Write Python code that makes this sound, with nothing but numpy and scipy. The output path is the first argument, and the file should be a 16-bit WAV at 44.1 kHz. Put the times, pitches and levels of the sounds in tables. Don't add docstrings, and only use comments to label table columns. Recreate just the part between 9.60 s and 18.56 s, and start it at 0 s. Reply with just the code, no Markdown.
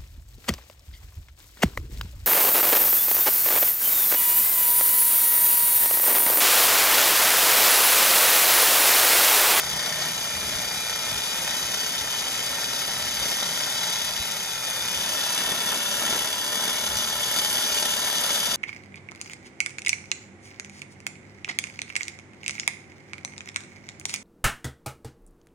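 import sys
import numpy as np
from scipy import signal
from scipy.fft import rfft, irfft, next_fast_len
from scipy.io import wavfile
from scipy.ndimage import uniform_filter1d, map_coordinates

SR = 44100
rng = np.random.default_rng(int(sys.argv[2]) if len(sys.argv) > 2 else 0)


def generate_wav(signal):
    frames = np.transpose(np.atleast_2d(signal))
    scaled = np.clip(frames, -1, 1) * 32767
    pcm = np.round(scaled).astype(np.int16)
    wavfile.write(sys.argv[1], SR, pcm)


N = 395136

# time_s, turns_per_s
MOTOR_SPEED = [(0.0, 461.5), (0.32, 459.5), (0.67, 477.5), (1.37, 480.0), (1.65, 488), (2.0, 504),
               (2.2, 504), (2.48, 494.5), (2.75, 495), (3.1, 503), (3.5, 515), (3.8, 514), (4.25, 505),
               (4.68, 507), (5.05, 488.5), (5.27, 489), (5.7, 530.5), (5.93, 522.5), (6.25, 537.5),
               (6.64, 534.0), (6.95, 561.5), (7.56, 565.5), (7.95, 547.5), (8.48, 547.5), (8.96, 529.0)]
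# centre_hz, width_hz, snug_lift_db, loose_lift_db
BARREL_MODES = [(178, 40, 4, 4), (230, 230, 3.2, 9), (437, 66, 3, 4.2), (612, 195, 9, 10.2),
                (845, 230, 9, 7.5), (1012, 183, 6.5, 9), (1346, 230, 9.2, 7.7), (1558, 152, 2.4, -5.7),
                (1819, 139, 6.6, 5.2), (2245, 146, 4.7, 11.2), (2300, 116, -8, -6), (2470, 68, -2.8, 2),
                (2733, 200, -10, -1), (2892, 152, 6.8, 11.5), (2988, 80, 4, 8.6), (3110, 100, 8, 13),
                (3366, 126, 7.6, 14), (3513, 137, 6.6, 10.7), (3665, 82, 9, 10.2), (3908, 93, 10.2, 8.5),
                (4474, 173, 6, 4.2), (4684, 121, 11.2, 9.4), (4877, 191, 6.1, 7.9), (5094, 124, 7.3, 3.1),
                (5295, 206, -1.2, -3.6), (5386, 85, 9, 6.3), (5517, 153, 4.3, 5.1), (5649, 97, 8.8, 7.7),
                (5887, 45, 4.9, 4), (6005, 106, 4.3, 8.3), (6195, 150, 7.3, 7.1), (6342, 75, 3.1, 5.9),
                (6504, 230, 7.4, 7.6), (7868, 853, 5.5, 7.7)]
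# pitch_hz, snug_db, loose_db
GRIT_SPECTRUM = [(50.0, -25.0, -25.0), (130.0, -5.8, -13.0), (350.0, -12.6, -11.8), (1100.0, -14.8, -13.9),
                 (1600.0, -8.5, 0.0), (2100.0, -2.4, -7.3), (2700.0, -3.4, -8.4), (3200.0, -4.0, -8.3),
                 (4200.0, -8.8, -6.1), (7000.0, -5.9, -6.2), (9600.0, -7.2, -5.0), (11000.0, -8.7, -5.2),
                 (13000.0, -12.6, -10.4), (15000.0, -10.9, -8.4)]
# time_s, strength_db (relative; catches() adds a shared boost)
CATCHES = [(2.141, -14), (3.6182, -15), (4.2323, -14.5), (4.4653, -18), (6.498, -15), (6.608, -14),
           (6.928, -15), (6.955, -12), (7.007, -14), (7.039, -14), (7.0948, -14), (7.387, -14),
           (7.762, -13), (7.787, -13), (7.816, -15.5), (8.1668, -13), (8.1963, -16), (8.2242, -15),
           (8.253, -13), (8.6108, -16), (8.7475, -17)]
# multiple_of_bit_speed, snug_db, loose_db (before a shared trim)
GEAR_TONES = [(5, -58, -57), (6, -62, -56), (12, -61, -57), (13, -60, -57), (16, -54, -56), (23, -54, -54),
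              (27, -49.5, -46.5), (37.25, -58, -66), (41, -49.5, -60), (44, -56, -62), (46, -52.5, -55)]
# pitch_hz, left_minus_right_db, left_lead_rad, likeness_0_to_1
STEREO_COLOUR = [(100, .2, 0, .95), (700, 1.8, .21, .99), (1800, -1, 0, .97), (2250, 0, .05, .96),
                 (2480, -.8, .35, .76), (2650, .5, 1.3, .55), (2740, 1, 2.7, .7), (2900, 1.8, 2.8, .8),
                 (3100, 2.2, 2.3, .9), (3300, 3, 2.8, .8), (3470, 7, 2.1, .75), (3680, 8, 2.5, .68),
                 (3900, 2.8, 1, .78), (4200, 6, .7, .28), (4500, 4, .1, .7), (4700, 3.2, .7, .89),
                 (5080, 3, 1.4, .7), (5390, 6, 1.8, .52), (5650, 4.5, 4.78, .64), (5850, -1.2, 5.4, .6),
                 (6200, -1.5, 5.85, .89), (6550, .1, 5.9, .84), (6950, 0, 5.85, .66), (7450, 1.8, 3.3, .65),
                 (7700, 0, 3.23, 1), (8550, 0, 3.09, 1), (10100, 0, 1.38, .98), (10800, 0, 0, 1),
                 (12500, 0, -.05, 1), (12900, 0, -1.12, .98), (14300, 0, -3.13, 1)]
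# pitch_hz, relative_density_db_per_hz
WIND_SPECTRUM = [(15, -28), (28, -19), (45, -5.5), (62, 2), (100, -1), (160, -6), (400, -21), (1500, -80)]
# time_s, level_db
WHINE_LEVEL = [(.3, -55), (.7, -50), (1.4, -50.5), (2.1, -51), (3.6, -55), (4.2, -55), (4.6, -51),
               (5.1, -52), (5.7, -48), (6.7, -49), (7, -58), (8.9, -54)]
# centre_s, half_length_s, multiple_of_bit_speed, level_db (before a shared trim)
CHATTER = [(.3, .19, 20, -44), (.3, .19, 22, -45), (.3, .2, 5, -45.5), (5.9, .06, 7, -43),
           (6.53, .06, 6, -43), (7.7, 1, 23, -48), (7.8, 1.2, 16, -49), (8.68, .11, 16, -44)]
# centre_s, half_length_s, pitch_hz, level_db (before a shared boost)
METALLIC_TONES = [(.15, .3, 4665, -41), (1.7, .35, 3895, -44), (2.3, .45, 3110, -41), (3.3, .6, 3905, -45),
                  (3.6, .2, 4700, -43.5), (3.65, .3, 6190, -41.5), (4.35, .15, 4695, -42),
                  (4.65, .15, 3915, -42), (5.15, .3, 3500, -42), (5.9, .5, 3520, -38.5),
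                  (6.95, .3, 3380, -38.5), (8.13, .1, 2425, -44), (8.15, .15, 3380, -39),
                  (8.75, .25, 3380, -37.5)]
BAND_EDGES = [480, 2400, 7200]
# time_s, feed_db
FEED = [(0, -0.6), (1.4, -0.5), (2, 0.4), (2.4, 0), (3.6, 0.8), (4.4, 1), (5.3, -2.5), (5.7, -0.2),
        (6.55, 1), (6.75, -0.5), (7, 0.5), (7.62, 1.5), (7.78, 3), (8.35, 2.5), (8.65, 4), (8.96, 2)]
# centre_s, half_length_s, slab_lift_db, hole_lift_db
BINDS = [(0.233, 0.12, 3.5, 1.5), (0.443, 0.049, 4, 3), (1.898, 0.12, 1.5, 0.5), (3.687, .07, 1.5, 4.5),
         (5.102, 0.7, -2, -3), (5.885, 0.1, 5, 6.5), (6.11, 0.1, 4.5, 3), (6.416, 0.057, 2.5, 1.5),
         (6.54, 0.12, 3, 4), (7.06, 0.072, 3.5, 3.5), (8.673, 0.07, 0.5, 1)]
# time_s, strength_db (over the grinding)
THUDS = [(3.659, 6), (3.709, 5), (3.825, 8.5), (5.21, 4.5), (5.889, 6), (5.918, 7), (6.122, 6), (6.418, 7),
         (6.526, 10), (6.554, 8), (8.167, 5), (8.225, 5.5), (8.704, 6)]
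# pitch_hz, relative_level_db (before each slam's random share)
KERB_MODES = [(210, -2), (400, -2), (600, 0), (860, 0), (1350, -2)]
# centre_s, half_length_s, level_db
PUFFS = [(0.097, .06, -48), (0.887, 0.14, -44), (1.54, .04, -43.5), (2.43, .025, -46), (3.502, 0.089, -47),
         (3.614, 0.023, -43), (4.61, 0.017, -39), (5.393, .025, -43), (7.338, 0.086, -46)]

GEAR_RATIO = 14.9
PINION_TEETH = 5
HUM_HZ = 120
TOP_HZ = 15750
LOOSEN_S, LOOSEN_TAKES_S = 5.42, 0.8
LOOSE_SHARPENS = .00245
GROOVE_SHARE, GROOVE_LASTS_TURNS = .2, 7
HOLE_DB, HOLE_PER_FEED, HOLE_LOOSE_DB = -47, 0.37, -0.16
SLAB_DB, SLAB_PER_FEED, SLAB_LOOSE_DB = -36.5, 0.53, 0
STEEL_DB, STEEL_PER_BIND = -32, 0.35
CASING_HZ, CASING_WIDTH_HZ, CASING_DB = 2424, 140, 6.5
BREEZE_DB, BREEZE_EARLY_DB, BREEZE_EASES_S = -55.5, 4.5, 1.9
THUD_ATTACK_S, THUD_DECAY_S = .002, .006
CRUNCH_SHARE = .5
KNOCK_DB, KNOCK_T60_S = -34.5, .028


def amp(db):
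    return 10 ** (np.asarray(db) / 20)


def unit(x):
    return x / np.sqrt(np.mean(x ** 2) + 1e-20)


def along(points, hz):
    table_hz, *columns = np.transpose(points)
    return [np.interp(np.log(hz + 1), np.log(table_hz + 1), column) for column in columns]


def curve(rows):
    return np.interp(np.arange(N) / SR, *np.transpose(rows))


def wobble(rate):
    points = rng.standard_normal(int(N * rate / SR) + 4)
    return map_coordinates(points, [np.arange(N) * rate / SR])


def swell(s, half):
    distance = (np.arange(N) / SR - s) / half
    return np.exp(-np.minimum(distance ** 2, 20))


def filtered(x, response):
    size = next_fast_len(N + SR // 2, True)
    hz = np.fft.rfftfreq(size, 1 / SR)
    return irfft(rfft(x, size) * response(hz), size)[..., :N]


def band_rms(x, lo_hz, hi_hz):
    return np.std(filtered(x, lambda hz: (hz > lo_hz) & (hz < hi_hz)))


def split(x):
    lows = [filtered(x, lambda hz: 1 / (1 + (hz / edge) ** 10)) for edge in BAND_EDGES]
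    return np.diff([np.zeros_like(x), *lows, x], axis=0)


def looseness():
    return np.clip(.5 + (np.arange(N) / SR - LOOSEN_S) / LOOSEN_TAKES_S, 0, 1)


def tone(turns, stray_rad, flutter_db):
    phase = 2 * np.pi * turns + stray_rad * wobble(40)
    return np.sqrt(2) * np.sin(phase) * amp(flutter_db * wobble(25))


def stereo(pair):
    def paths(hz):
        balance_db, lead, alike = along(STEREO_COLOUR, hz)
        turn = np.arccos(np.clip(alike, 0, .999)) / 2
        left = amp(balance_db / 2) * np.exp(.5j * lead)
        left_mix = [left * np.cos(turn), left * np.sin(turn)]
        right_mix = [np.cos(turn) / left, -np.sin(turn) / left]
        return np.array([left_mix, right_mix]) / np.hypot(abs(left), 1 / abs(left))
    return filtered(pair, paths).sum(axis=1)


def grinding(bit_turns):
    loose = looseness()
    hole_db, slab_db, steel_db = effort(bit_turns, loose)
    grains = split(groove(bit_turns) * unit(amp(1.0 * wobble(5000))))
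    clumps = sum(band * amp(1.37 * wobble(450) + 0.75 * wobble(60)) for band in grains)
    force = drifting(clumps * pressure(bit_turns, loose), depth_db=1.6, width_hz=35, rate=3.5)
    snug_ring = np.sqrt(1 - loose) * ring(force, index=0)
    loose_ring = np.sqrt(loose) * ring(force, index=1)
    sound = stereo(snug_ring + loose_ring)

    hole, slab, steel, fizz = split(sound)
    mid = sound.mean(axis=0)
    hole = filtered(hole, lambda hz: hz ** 4 / (hz ** 4 + 118 ** 4))
    hole = hole * amp(hole_db) / band_rms(mid, 190, 500)
    slab = slab * amp(slab_db) / band_rms(mid, 500, 2200)
    steel = (steel + fizz) * amp(steel_db) / band_rms(mid, 2800, 7000)
    return hole + slab + steel


def groove(bit_turns):
    bumps = rng.standard_normal((64, 1250))
    place = [bit_turns / GROOVE_LASTS_TURNS, bit_turns % 1 * bumps.shape[1]]
    track = unit(map_coordinates(bumps, place, mode="mirror"))
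    fresh, second = rng.standard_normal((2, N))
    first = np.sqrt(GROOVE_SHARE) * track + np.sqrt(1 - GROOVE_SHARE) * fresh
    return np.array([first, second])


def pressure(bit_turns, loose):
    first = rubs(bit_turns, scatter=0.022, decay_turns=0.3, uneven_db=0.5)
    second = rubs(bit_turns + .5, scatter=0.04, decay_turns=0.11, uneven_db=3.5)
    scrape = (1.35 + 0.25 * loose) * first + (.55 + 0.5 * loose) * second
    scrape = uniform_filter1d(scrape, size=170)
    ripple = 1 + 0.12 * (1 - 0.94 * loose) * np.sin(2 * np.pi * HUM_HZ * np.arange(N) / SR)
    return np.hypot(unit(np.hypot(ripple, scrape)), catches(boost_db=22.5, t60=0.034))


def rubs(turns, scatter, decay_turns, uneven_db):
    count = int(turns[-1]) + 2
    chance = rng.standard_normal((count, 2))
    starts = np.sort(np.arange(count) - 1 + scatter * chance[:, 0])
    last = np.maximum(np.searchsorted(starts, turns) - 1, 0)
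    strength = amp(uneven_db * chance[last, 1])
    return strength * np.exp(-np.abs(turns - starts[last]) / decay_turns)


def effort(bit_turns, loose):
    feed = curve(FEED)
    knocks = rubs(bit_turns, scatter=.03, decay_turns=0.97, uneven_db=3.0)
    jolt = 1 + 0.23 * (unit(uniform_filter1d(knocks, size=130)) - 1)
    binds_db = sum(np.outer(lifts, swell(s, half)) for s, half, *lifts in BINDS)
    jolted = 1 + (amp(binds_db) - 1) * jolt
    slab_lift, hole_lift = 20 * np.log10(np.maximum(jolted, .1)) + thuds()
    hole_db = HOLE_DB + HOLE_PER_FEED * feed + HOLE_LOOSE_DB * loose + hole_lift
    slab_db = SLAB_DB + SLAB_PER_FEED * feed + SLAB_LOOSE_DB * loose + slab_lift
    steel_db = STEEL_DB + feed + STEEL_PER_BIND * slab_lift
    return hole_db, slab_db, steel_db


def drifting(force, depth_db, width_hz, rate):
    hz, t, z = signal.stft(force, SR, nperseg=2048)
    field = rng.standard_normal((1200, 80))
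    place = np.meshgrid(hz / width_hz, t * rate, indexing="ij")
    reach = np.interp(hz, [2400, 3000, 7000, 11000], [.4, 1, 1, .4])[:, None]
    gain = amp(depth_db * reach * map_coordinates(field, place, mode="mirror"))
    gain /= np.sqrt(np.mean(gain ** 2, axis=1, keepdims=True))
    return signal.istft(z * gain, SR, nperseg=2048)[1][:, :N]


def ring(force, index, size=8192):
    hz = np.fft.rfftfreq(size, 1 / SR)
    sharp = 1 + LOOSE_SHARPENS * index
    db = along(GRIT_SPECTRUM, hz)[index]
    for centre, width, *lift in BARREL_MODES:
        db = db + lift[index] / (1 + (2 * (hz - sharp * centre) / width) ** 2)
    cepstrum = irfft(np.log(amp(db)))
    cepstrum[1:size // 2] *= 2
    cepstrum[size // 2 + 1:] = 0
    response = irfft(np.exp(rfft(cepstrum)))
    response /= np.linalg.norm(response)
    return signal.fftconvolve(force, response[None], axes=1)[:, :N]


def motor(bit_turns, gears_db, hum_db, ripple):
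    loose, mains_turns = looseness(), HUM_HZ * np.arange(N) / SR
    mesh_hz = PINION_TEETH * curve(MOTOR_SPEED)
    casing_db = CASING_DB / (1 + (2 * (mesh_hz - CASING_HZ) / CASING_WIDTH_HZ) ** 2)
    whine = tone(PINION_TEETH * GEAR_RATIO * bit_turns, stray_rad=.12, flutter_db=1)
    whine = whine * amp(curve(WHINE_LEVEL) + casing_db)
    whine = whine * (1 + ripple * np.sin(2 * np.pi * mains_turns))
    gears = np.zeros(N)
    for multiple, snug_db, loose_db in GEAR_TONES:
        level_db = snug_db + (loose_db - snug_db) * loose + gears_db
        gears += amp(level_db) * tone(multiple * bit_turns, stray_rad=0.15, flutter_db=1.2)
    hum = amp(hum_db) * (1 - 0.22 * loose) * tone(mains_turns, stray_rad=.12, flutter_db=0.5)
    return whine + gears + hum


def wind(side_db, lumps_db):
    noise = rng.standard_normal((2, N))
    mid, side = unit(filtered(noise, lambda hz: amp(along(WIND_SPECTRUM, hz)[0])))
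    side = amp(side_db) * side
    breeze = amp(BREEZE_DB + BREEZE_EARLY_DB * swell(0, BREEZE_EASES_S)) * unit(amp(lumps_db * wobble(15)))
    puffs = sum(amp(db) * swell(s, half) for s, half, db in PUFFS)
    return np.hypot(breeze, puffs) * np.array([mid + side, mid - side])


def metallic_tones(boost_db):
    t, tones = np.arange(N) / SR, np.zeros(N)
    for s, half, hz, db in METALLIC_TONES:
        tones += amp(db + boost_db) * swell(s, half) * tone(hz * t, stray_rad=1.3, flutter_db=2.5)
    return stereo(np.array([tones, np.zeros(N)]))


def chatter(bit_turns, trim_db):
    t, groans = np.arange(N) / SR, np.zeros(N)
    for s, half, multiple, db in CHATTER:
        envelope = np.exp(-((t - s) / half) ** 4)
        groans += amp(db + trim_db) * envelope * tone(multiple * bit_turns, stray_rad=.9, flutter_db=3)
    return groans


def catches(boost_db, t60):
    force, t = np.zeros(N + SR), np.arange(SR // 20) / SR
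    burst = amp(boost_db - 60 * t / t60) * (1 - np.exp(-t / 0.0018))
    for s, db in CATCHES:
        start = round((s - .0015) * SR)
        force[start:][:len(t)] += amp(db) * burst
    return force[:N]


def thuds():
    t, gain = np.arange(N) / SR, np.zeros(N)
    for s, db in THUDS:
        attack = np.clip((t - s) / THUD_ATTACK_S, 0, 1)
        gain += (amp(db) - 1) * attack * np.exp(-np.abs(t - s) / THUD_DECAY_S)
    return 20 * np.log10(1 + CRUNCH_SHARE * gain)


def kerb_knocks():
    sound, t = np.zeros(N + SR), np.arange(SR // 10) / SR
    fade = amp(KNOCK_DB - 60 * t / KNOCK_T60_S)
    for s, strength_db in THUDS:
        shares_db = rng.normal(0, 3.2, len(KERB_MODES))
        modes = np.zeros(len(t))
        for k, (hz, db) in enumerate(KERB_MODES):
            modes += (-1) ** k * amp(db + shares_db[k]) * np.sin(2 * np.pi * hz * t)
        sound[round(s * SR):][:len(t)] += (amp(strength_db) - 1) * fade * modes
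    return sound[:N]


def scene():
    motor_speed = curve(MOTOR_SPEED) * (1 + 0.0007 * wobble(14))
    bit_turns = np.cumsum(motor_speed) / SR / GEAR_RATIO
    drill = grinding(bit_turns) + motor(bit_turns, gears_db=-3.5, hum_db=-59, ripple=0.62)
    air = wind(side_db=-14.0, lumps_db=2.0)
    metallic = metallic_tones(boost_db=4.0)
    return drill + air + metallic + chatter(bit_turns, trim_db=-4.5) + kerb_knocks()


def record(dry):
    return filtered(dry, lambda hz: hz < TOP_HZ)


dry = scene()
out = record(dry)
generate_wav(out)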